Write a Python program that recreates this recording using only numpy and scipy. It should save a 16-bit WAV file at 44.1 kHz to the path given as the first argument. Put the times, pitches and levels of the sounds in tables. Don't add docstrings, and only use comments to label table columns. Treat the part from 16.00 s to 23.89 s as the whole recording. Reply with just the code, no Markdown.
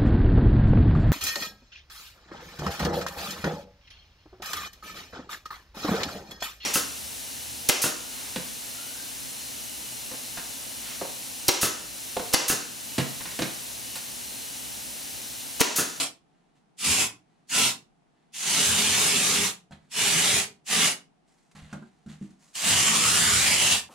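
import sys
import numpy as np
from scipy import signal
from scipy.fft import rfft, irfft, next_fast_len
from scipy.io import wavfile
from scipy.ndimage import uniform_filter1d, map_coordinates

SR = 44100
rng = np.random.default_rng(int(sys.argv[2]) if len(sys.argv) > 2 else 0)


def master(y):
    cut = np.clip(np.atleast_2d(y).T, -1, 1)
    pcm = np.round(cut * 32767)
    wavfile.write(sys.argv[1], SR, pcm.astype(np.int16))


N = 347949

# valve cracks t/s, rise while opening/dB, opening time/s, hesitation exponent,
# release t/s, hiss level/dB, roar level/dB, rumble level/dB, hiss tilt/(dB per octave)
TRIGGER_PULLS = [(-.3, 15, .06, 1, 0.017, -25, -43, -52.5, 0),
                 (.768, 17, 0.066, 0.92, 1.019, -22, -38.5, -43.5, 1.5),
                 (1.472, 19, 0.047, 0.58, 1.669, -22.5, -41, -49, 1),
                 (2.32, 16.5, 0.16, 0.98, 3.46, -22.5, -38, -49.5, 1),
                 (3.895, 16, 0.056, 1.2, 4.3914, -23, -39, -51, .5),
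                 (4.643, 19.5, 0.05, .8, 4.874, -22, -38.5, -53, 0),
                 (6.532, 10.5, 0.096, 2.5, 7.743, -21.5, -38, -41, 0.48)]
# t/s, place along the wall/m, near echo delay/ms, its strength (0-1),
# far echo delay/ms, its strength (0-1)
GUN_PATH = [(0, .1, .26, .2, 2.2, .1), (.78, 0, .39, 0.2, 2.5, 0.3), (1.1, 0, .4, 0.2, 2.7, .4),
            (1.48, 0, .48, 0.2, 1.4, 0.3), (1.75, 0, .2, .25, 1.4, .2), (2.33, .3, .15, .1, 2.7, 0),
            (3.5, .6, .52, .1, 1.3, .15), (3.9, 0.85, .54, 0, 1.5, .05), (4.47, 0.62, .47, .15, 0.76, .05),
            (4.65, 0.56, .65, 0, 1.7, .1), (4.96, .8, 0.62, 0.1, 1.4, 0), (6.559, 1.1, 1.1, 0, 1.9, 0.1),
            (7.1, 1.4, .75, .3, 1.5, .15), (7.351, 1.55, .54, 0.4, 0.7, .2), (7.62, 1.7, .33, 0.2, 1, 0.1),
            (7.851, 1.8, 0.23, 0.3, 1.15, 0.1)]
# f/Hz, spectral level/dB
HISS_SPECTRUM = [(260, -36.5), (450, -13.5), (580, -11.5), (758, -5), (906, -6.5), (1180, -4), (1480, -5),
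                 (2770, 0.5), (4520, -3), (7280, -0.5), (10400, -5.5), (11400, -13), (13800, -18),
                 (15800, -27)]
ROAR_SPECTRUM = [(65, -33), (110, -5), (221, 4.5), (371, -5.5), (407, -2), (581, -8.5), (700, -11.5),
                 (910, -37), (1540, -120)]
RUMBLE_SPECTRUM = [(13, -57), (22, -30), (48, -16.5), (67, -8.5), (81, 4.5), (125, 4), (160, -34.5),
                   (280, -120)]
# f/Hz, coherence
JET_COHERENCE = [(500, 1), (1400, 0.48), (3100, 0.9), (7000, 0.18), (14000, 0.092)]
# f/Hz, bandwidth/Hz, level/dB
STANDING_WAVES = [(84, 10, -9.5), (167, 29, 2), (225.5, 13, -4), (265.5, 16, 0), (407.6, 11, -10.5)]
# f/Hz, width/Hz, lift/dB, place/m, reach/m
WALL_BANDS = [(289, 53, 9.5, 0.11, 0.14), (995, 60, 12, 0, 0.089), (1376, 65, 7.5, 0, .08),
              (410, 40, 10, .6, 0.26), (3570, 400, 5.5, .69, 0.024), (2950, 190, 5.5, .78, 0.046),
              (2840, 310, 4, 1.25, 0.13), (7320, 400, 3.5, 1.45, 0.41), (2800, 230, 5, 1.73, 0.065)]
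# f/Hz, t60/s
REVERB_TIMES = [(100, 0.48), (260, .36), (700, 0.27), (1840, 0.23), (4850, 0.22), (12800, .17)]
# f/Hz, level/dB
REVERB_LEVELS = [(100, -5.5), (600, 2.5), (3000, -3), (8000, -2), (14000, 0.5)]
# f/Hz, coherence
REVERB_COHERENCE = [(60, 0.85), (330, 0.93), (640, 0.16), (3000, 0.11), (7000, 0.01)]
# f/Hz, spectral level/dB
HUM_SPECTRUM = [(13, -38), (22, -19.5), (42, -12.5), (60, -24.5), (103, -25), (134, -11), (160, -3.5),
                (202, -9.5), (487, -17.5), (526, -24), (736, -13.5), (1000, -22.5), (1960, -29.5),
                (2180, -30), (10500, -43), (13600, -78), (22000, -120)]
# f/Hz, coherence
HUM_COHERENCE = [(60, 0.25), (300, 0.3), (700, 0.01), (3000, 0.16)]
# t/s, swell time/s, t60/s, sole level/dB, cloth level/dB
RUBS = [(.2, .12, 3, -79.5, -90), (.54, .025, .2, -71, -76), (1.2, .1, 3, -79.5, -88),
        (2.05, .12, 3, -78, -90), (3.71, .012, .2, -52.5, -64), (3.78, .05, 3, -76, -82),
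        (5.25, 0.036, 2, -74.5, -74), (5.545, .015, .8, -55, -62), (5.67, 0.064, 0.27, -56.5, -68),
        (5.8, .06, 4.5, -77, -81), (6.059, 0.039, 0.38, -55.5, -59.5), (6.19, 0.035, 0.63, -66.5, -68),
        (6.37, 0.053, 3, -70, -66.5)]
# f/Hz, spectral level/dB
SOLE_SPECTRUM = [(290, -26), (500, -4.5), (2070, 0), (2230, -3.5), (2500, -2.5), (4330, -5.5), (4800, -13),
                 (6240, -43.5), (10600, -120)]
CLOTH_SPECTRUM = [(2500, -29), (4500, -2.5), (7500, 0.5), (10500, -8.5), (14000, -26)]
# t/s, relative thud level/dB, bass tilt/(dB per octave), damping factor,
# slap level/dB, slap t60/s, click level/dB
FOOTFALLS = [(3.708, -43, 8.5, 0.93, -46, 0.081, -55), (5.512, -70, 2, 1.1, -76, 0.088, -55),
             (5.55, -46.5, 7, 1.1, -53, 0.15, -52), (5.621, -45, 14, 1.1, -66, 0.2, -57),
             (5.727, -32.5, 2.5, 1.1, -34, 0.084, -41.5), (5.821, -45, -8, 1.7, -46, 0.062, -63),
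             (6.061, -37.5, 4, 0.86, -58, 0.155, -57), (6.212, -30.5, 1, 1.42, -71.5, .14, -73),
             (6.304, -58, -2, 1, -75, .1, -58)]
# f/Hz, level/dB, t60/s at damping factor 1
FLOOR_RESONANCES = [(55, -22.5, 0.17), (81, -14.5, .27), (152.6, -3.5, 0.38), (201, 5, 0.19),
                    (224.3, -0.5, 0.28), (257, -11, 0.35), (311, -9.5, 0.25), (370, -11.5, 0.15)]
# f/Hz, spectral level/dB
SLAP_SPECTRUM = [(240, -43.5), (400, -11.5), (781, -6.5), (1620, -5.5), (1800, -31), (2890, -25),
                 (6460, -40), (7380, -29.5), (14000, -58.5)]
# f/Hz, bandwidth/Hz, level/dB
BOARD_RESONANCES = [(520, 90, -5.5), (734, 150, 4), (974, 150, -4.5), (1360, 95, 4), (1620, 120, -13)]
# f/Hz, left minus right level/dB
STEREO_BALANCE = [(60, -1), (150, -1.0), (380, -0.5), (950, -1.5), (2380, -1), (5980, -2.0), (15000, 2.5)]


def amp(db):
    return 10 ** (np.asarray(db) / 20)


def unit_rms(x):
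    return x / np.sqrt(np.mean(x ** 2) + 1e-20)


def along(points, hz):
    f, value = np.transpose(points)
    return np.interp(np.log(hz + 1), np.log(f + 1), value)


def filtered(x, response):
    n = x.shape[-1]
    padded = next_fast_len(n + 8192)
    return irfft(rfft(x, padded) * response(np.fft.rfftfreq(padded, 1 / SR)), padded)[..., :n]


def coloured(spectrum):
    return unit_rms(filtered(rng.standard_normal(N), lambda hz: amp(along(spectrum, hz))))


def flutter(corner_hz):
    return unit_rms(filtered(rng.standard_normal(N), lambda hz: 1 / (1 + (hz / corner_hz) ** 2)))


def wobble(knots_per_s):
    knots = rng.standard_normal(int(N * knots_per_s / SR) + 4)
    return map_coordinates(knots, [np.arange(N) * knots_per_s / SR])


def paired(a, b, coherence):
    angle = lambda hz: np.arccos(np.clip(along(coherence, hz), -1, 1)) / 2
    mid, side = filtered(np.array([a, b]), lambda hz: np.array([np.cos(angle(hz)), np.sin(angle(hz))]))
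    return np.array([mid + side, mid - side])


def resonant_noise(spectrum, modes):
    def response(hz):
        return .35 + sum((-1) ** k * amp(db) * 1j * hz * width / (f * f - hz * hz + 1j * hz * width)
                         for k, (f, width, db) in enumerate(modes))
    return unit_rms(filtered(coloured(spectrum), response))


def valve_flow(t, crack_s=.023, settle_s=.081, ease_s=.055, seal_s=.028, sag_db_per_s=1.36):
    rows = np.array(TRIGGER_PULLS)
    pull = rows[np.clip(np.searchsorted(rows[:, 0], t) - 1, 0, None)].T
    start, rise_db, opening_s, hesitation, release = pull[:5]
    ramp = lambda since, length: np.clip((t - since) / length, 0, 1)
    cracked = start + crack_s
    crack_db = 31 * (1 - ramp(start, crack_s))
    opening_db = rise_db * (1 - ramp(cracked, opening_s) ** hesitation)
    settle_db = 2 * (1 - ramp(cracked + opening_s, settle_s))
    closing_db = 11.5 * ramp(release, ease_s) + 75 * ramp(release + ease_s, seal_s)
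    return -(crack_db + opening_db + settle_db + sag_db_per_s * (t - start) + closing_db), pull


def gun_geometry(t):
    times, *columns = np.transpose(GUN_PATH)
    return [np.interp(t, times, column) for column in columns]


def hiss(patchy_db=1.7, echo_top_hz=5000, dulling_db_per_octave_s=.27):
    noise = paired(coloured(HISS_SPECTRUM), coloured(HISS_SPECTRUM), JET_COHERENCE)
    hz, t, bands = signal.stft(noise, SR, nperseg=512)
    hz = hz[:, None]
    _, near_ms, near_strength, far_ms, far_strength = gun_geometry(t)
    reflected = 1 / (1 + (hz / echo_top_hz) ** 2)
    comb = np.prod([1 + strength * reflected * np.exp(-2j * np.pi * hz * ms / 1000)
                    for ms, strength in ((near_ms, near_strength), (far_ms, far_strength))], axis=0)
    flow_db, (start, _, _, _, release, *_, tilt) = valve_flow(t)
    octaves = np.clip(np.log2((hz + 1) / 3000), -2, 2)
    tilt_db = (tilt - dulling_db_per_octave_s * np.clip(t - start, 0, 2)) * octaves
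    thin_db = .65 * np.clip(flow_db + 6.5, -25, 0) * (t < release) / (1 + (hz / 1500) ** 4)
    patches = uniform_filter1d(rng.standard_normal(comb.shape), size=4, axis=0)
    patches = unit_rms(uniform_filter1d(patches, size=16, axis=1))
    bands = bands * comb * amp(tilt_db + thin_db + patchy_db * patches)
    power = uniform_filter1d(np.mean(np.abs(bands) ** 2, axis=(0, 1)), size=20)
    return unit_rms(signal.istft(bands / np.sqrt(power), SR, nperseg=512)[1][:, :N])


def corner_colour(jet, gap_lift_db=9, gap_relative_width=.25, fade_range_db=25):
    hz, t, bands = signal.stft(jet, SR, nperseg=1024)
    hz = hz[:, None]
    place, near_ms, near_strength, *_ = gun_geometry(t)
    gap_db = gap_lift_db * near_strength * np.exp(-((hz * near_ms / 1000 - 1) / gap_relative_width) ** 2)
    wall_db = sum(db * np.exp(-((place - at) / reach) ** 2) * np.exp(-((hz - centre) / width) ** 2)
                  for centre, width, db, at, reach in WALL_BANDS)
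    flowing = np.clip(1 + valve_flow(t)[0] / fade_range_db, 0, 1)
    return signal.istft(bands * amp((wall_db + gap_db) * flowing), SR, nperseg=1024)[1][:, :N]


def spray(sputter_db=.99, roar_exponent=1.7, rumble_exponent=2.1, rumble_lag_s=.038):
    sputter = amp(sputter_db * flutter(90) - .5)
    roar = resonant_noise(ROAR_SPECTRUM, STANDING_WAVES)
    rumble = resonant_noise(RUMBLE_SPECTRUM, STANDING_WAVES)
    t = np.arange(N) / SR
    flow_db, (*_, hiss_db, roar_db, rumble_db, _) = valve_flow(t)
    late_flow_db = np.minimum(flow_db, valve_flow(t - rumble_lag_s)[0])
    jet = (amp(hiss_db + flow_db + .4 * wobble(8)) * hiss()
           + amp(roar_db + roar_exponent * flow_db + wobble(12)) * roar
           + amp(rumble_db + rumble_exponent * late_flow_db + 4.5 * wobble(10)) * rumble)
    return corner_colour(jet * sputter)


def reverberation(source, hop=4096, delay_samples=130):
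    room = np.zeros((2, N + 4 * hop + SR))
    window = np.hanning(2 * hop + 1)[:-1]
    source = np.pad(filtered(source, lambda hz: amp(along(REVERB_LEVELS, hz))), (hop, 2 * hop))
    for start in range(0, N + hop, hop):
        hz, t, bands = signal.stft(rng.standard_normal((2, SR // 2)), SR, nperseg=256)
        decay = amp(-60 * t / along(REVERB_TIMES, hz)[:, None])
        decay /= np.linalg.norm(decay, axis=1)[:, None]
        a, b = signal.istft(bands * decay, SR, nperseg=256)[1]
        tail = paired(a, b, REVERB_COHERENCE) / np.linalg.norm(a)
        echoes = signal.fftconvolve((source[start:start + 2 * hop] * window)[None], tail, axes=1)
        room[:, start + delay_samples:][:, :echoes.shape[1]] += echoes
    return room[:, hop:hop + N]


def hum(level_db=-66):
    return amp(level_db) * paired(coloured(HUM_SPECTRUM), coloured(HUM_SPECTRUM), HUM_COHERENCE)


def scuffs(grain_db=2, longest_s=.36):
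    grains = amp(grain_db * flutter(150))
    gains = np.zeros((2, N))
    t = np.arange(round(longest_s * SR)) / SR
    ending = np.clip((longest_s - t) / .03, 0, 1)
    for start, swell_s, t60, *levels_db in RUBS:
        swell = np.clip(t / swell_s, 0, 1) ** 2
        fade = amp(-60 * np.maximum(t - swell_s, 0) / t60)
        gains[:, round(start * SR):][:, :len(t)] += amp(levels_db)[:, None] * swell * fade * ending
    return sum(gain * unit_rms(coloured(spectrum) * grains)
               for gain, spectrum in zip(gains, [SOLE_SPECTRUM, CLOTH_SPECTRUM]))


def footsteps(rise_s=.0037, click_t60=.045):
    thuds, slap_gain, click_gain = np.zeros((3, N + SR))
    t = np.arange(SR // 2) / SR
    rise = 1 - np.exp(-t / rise_s)
    for start, thud_db, bass_tilt, damping, slap_db, slap_t60, click_db in FOOTFALLS:
        ring = np.zeros(len(t))
        for hz, db, t60 in FLOOR_RESONANCES:
            mode_db = db + bass_tilt * np.log2(200 / hz) + rng.normal(0, 1.3)
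            ring += amp(mode_db - 60 * t * damping / t60) * np.sin(2 * np.pi * hz * t)
        span = slice(round(start * SR), round(start * SR) + len(t))
        thuds[span] += amp(thud_db - 3) * ring * rise
        slap_gain[span] += amp(slap_db - 60 * t / slap_t60) * rise
        click_gain[span] += amp(click_db - 60 * t / click_t60) * rise
    slaps = slap_gain[:N] * resonant_noise(SLAP_SPECTRUM, BOARD_RESONANCES)
    clicks = click_gain[:N] * (coloured(SOLE_SPECTRUM) + coloured(CLOTH_SPECTRUM))
    return thuds[:N], slaps + clicks


def scene(left_lag_s=1.2e-5):
    thuds, soles = footsteps()
    near = spray() + soles + scuffs()
    side = np.array([[.5], [-.5]])
    direct = filtered(near + thuds, lambda hz: np.exp(-2j * np.pi * hz * left_lag_s * side))
    room = reverberation(near[0] + amp(-1) * thuds)
    return filtered(direct + room, lambda hz: amp(side * along(STEREO_BALANCE, hz))) + hum()


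def record(dry):
    top_hz, edge_hz = 15930, 120
    return filtered(dry, lambda hz: np.sin(np.pi / 2 * np.clip((top_hz - hz) / edge_hz, 0, 1)) ** 2)


dry = scene()
out = record(dry)
master(out)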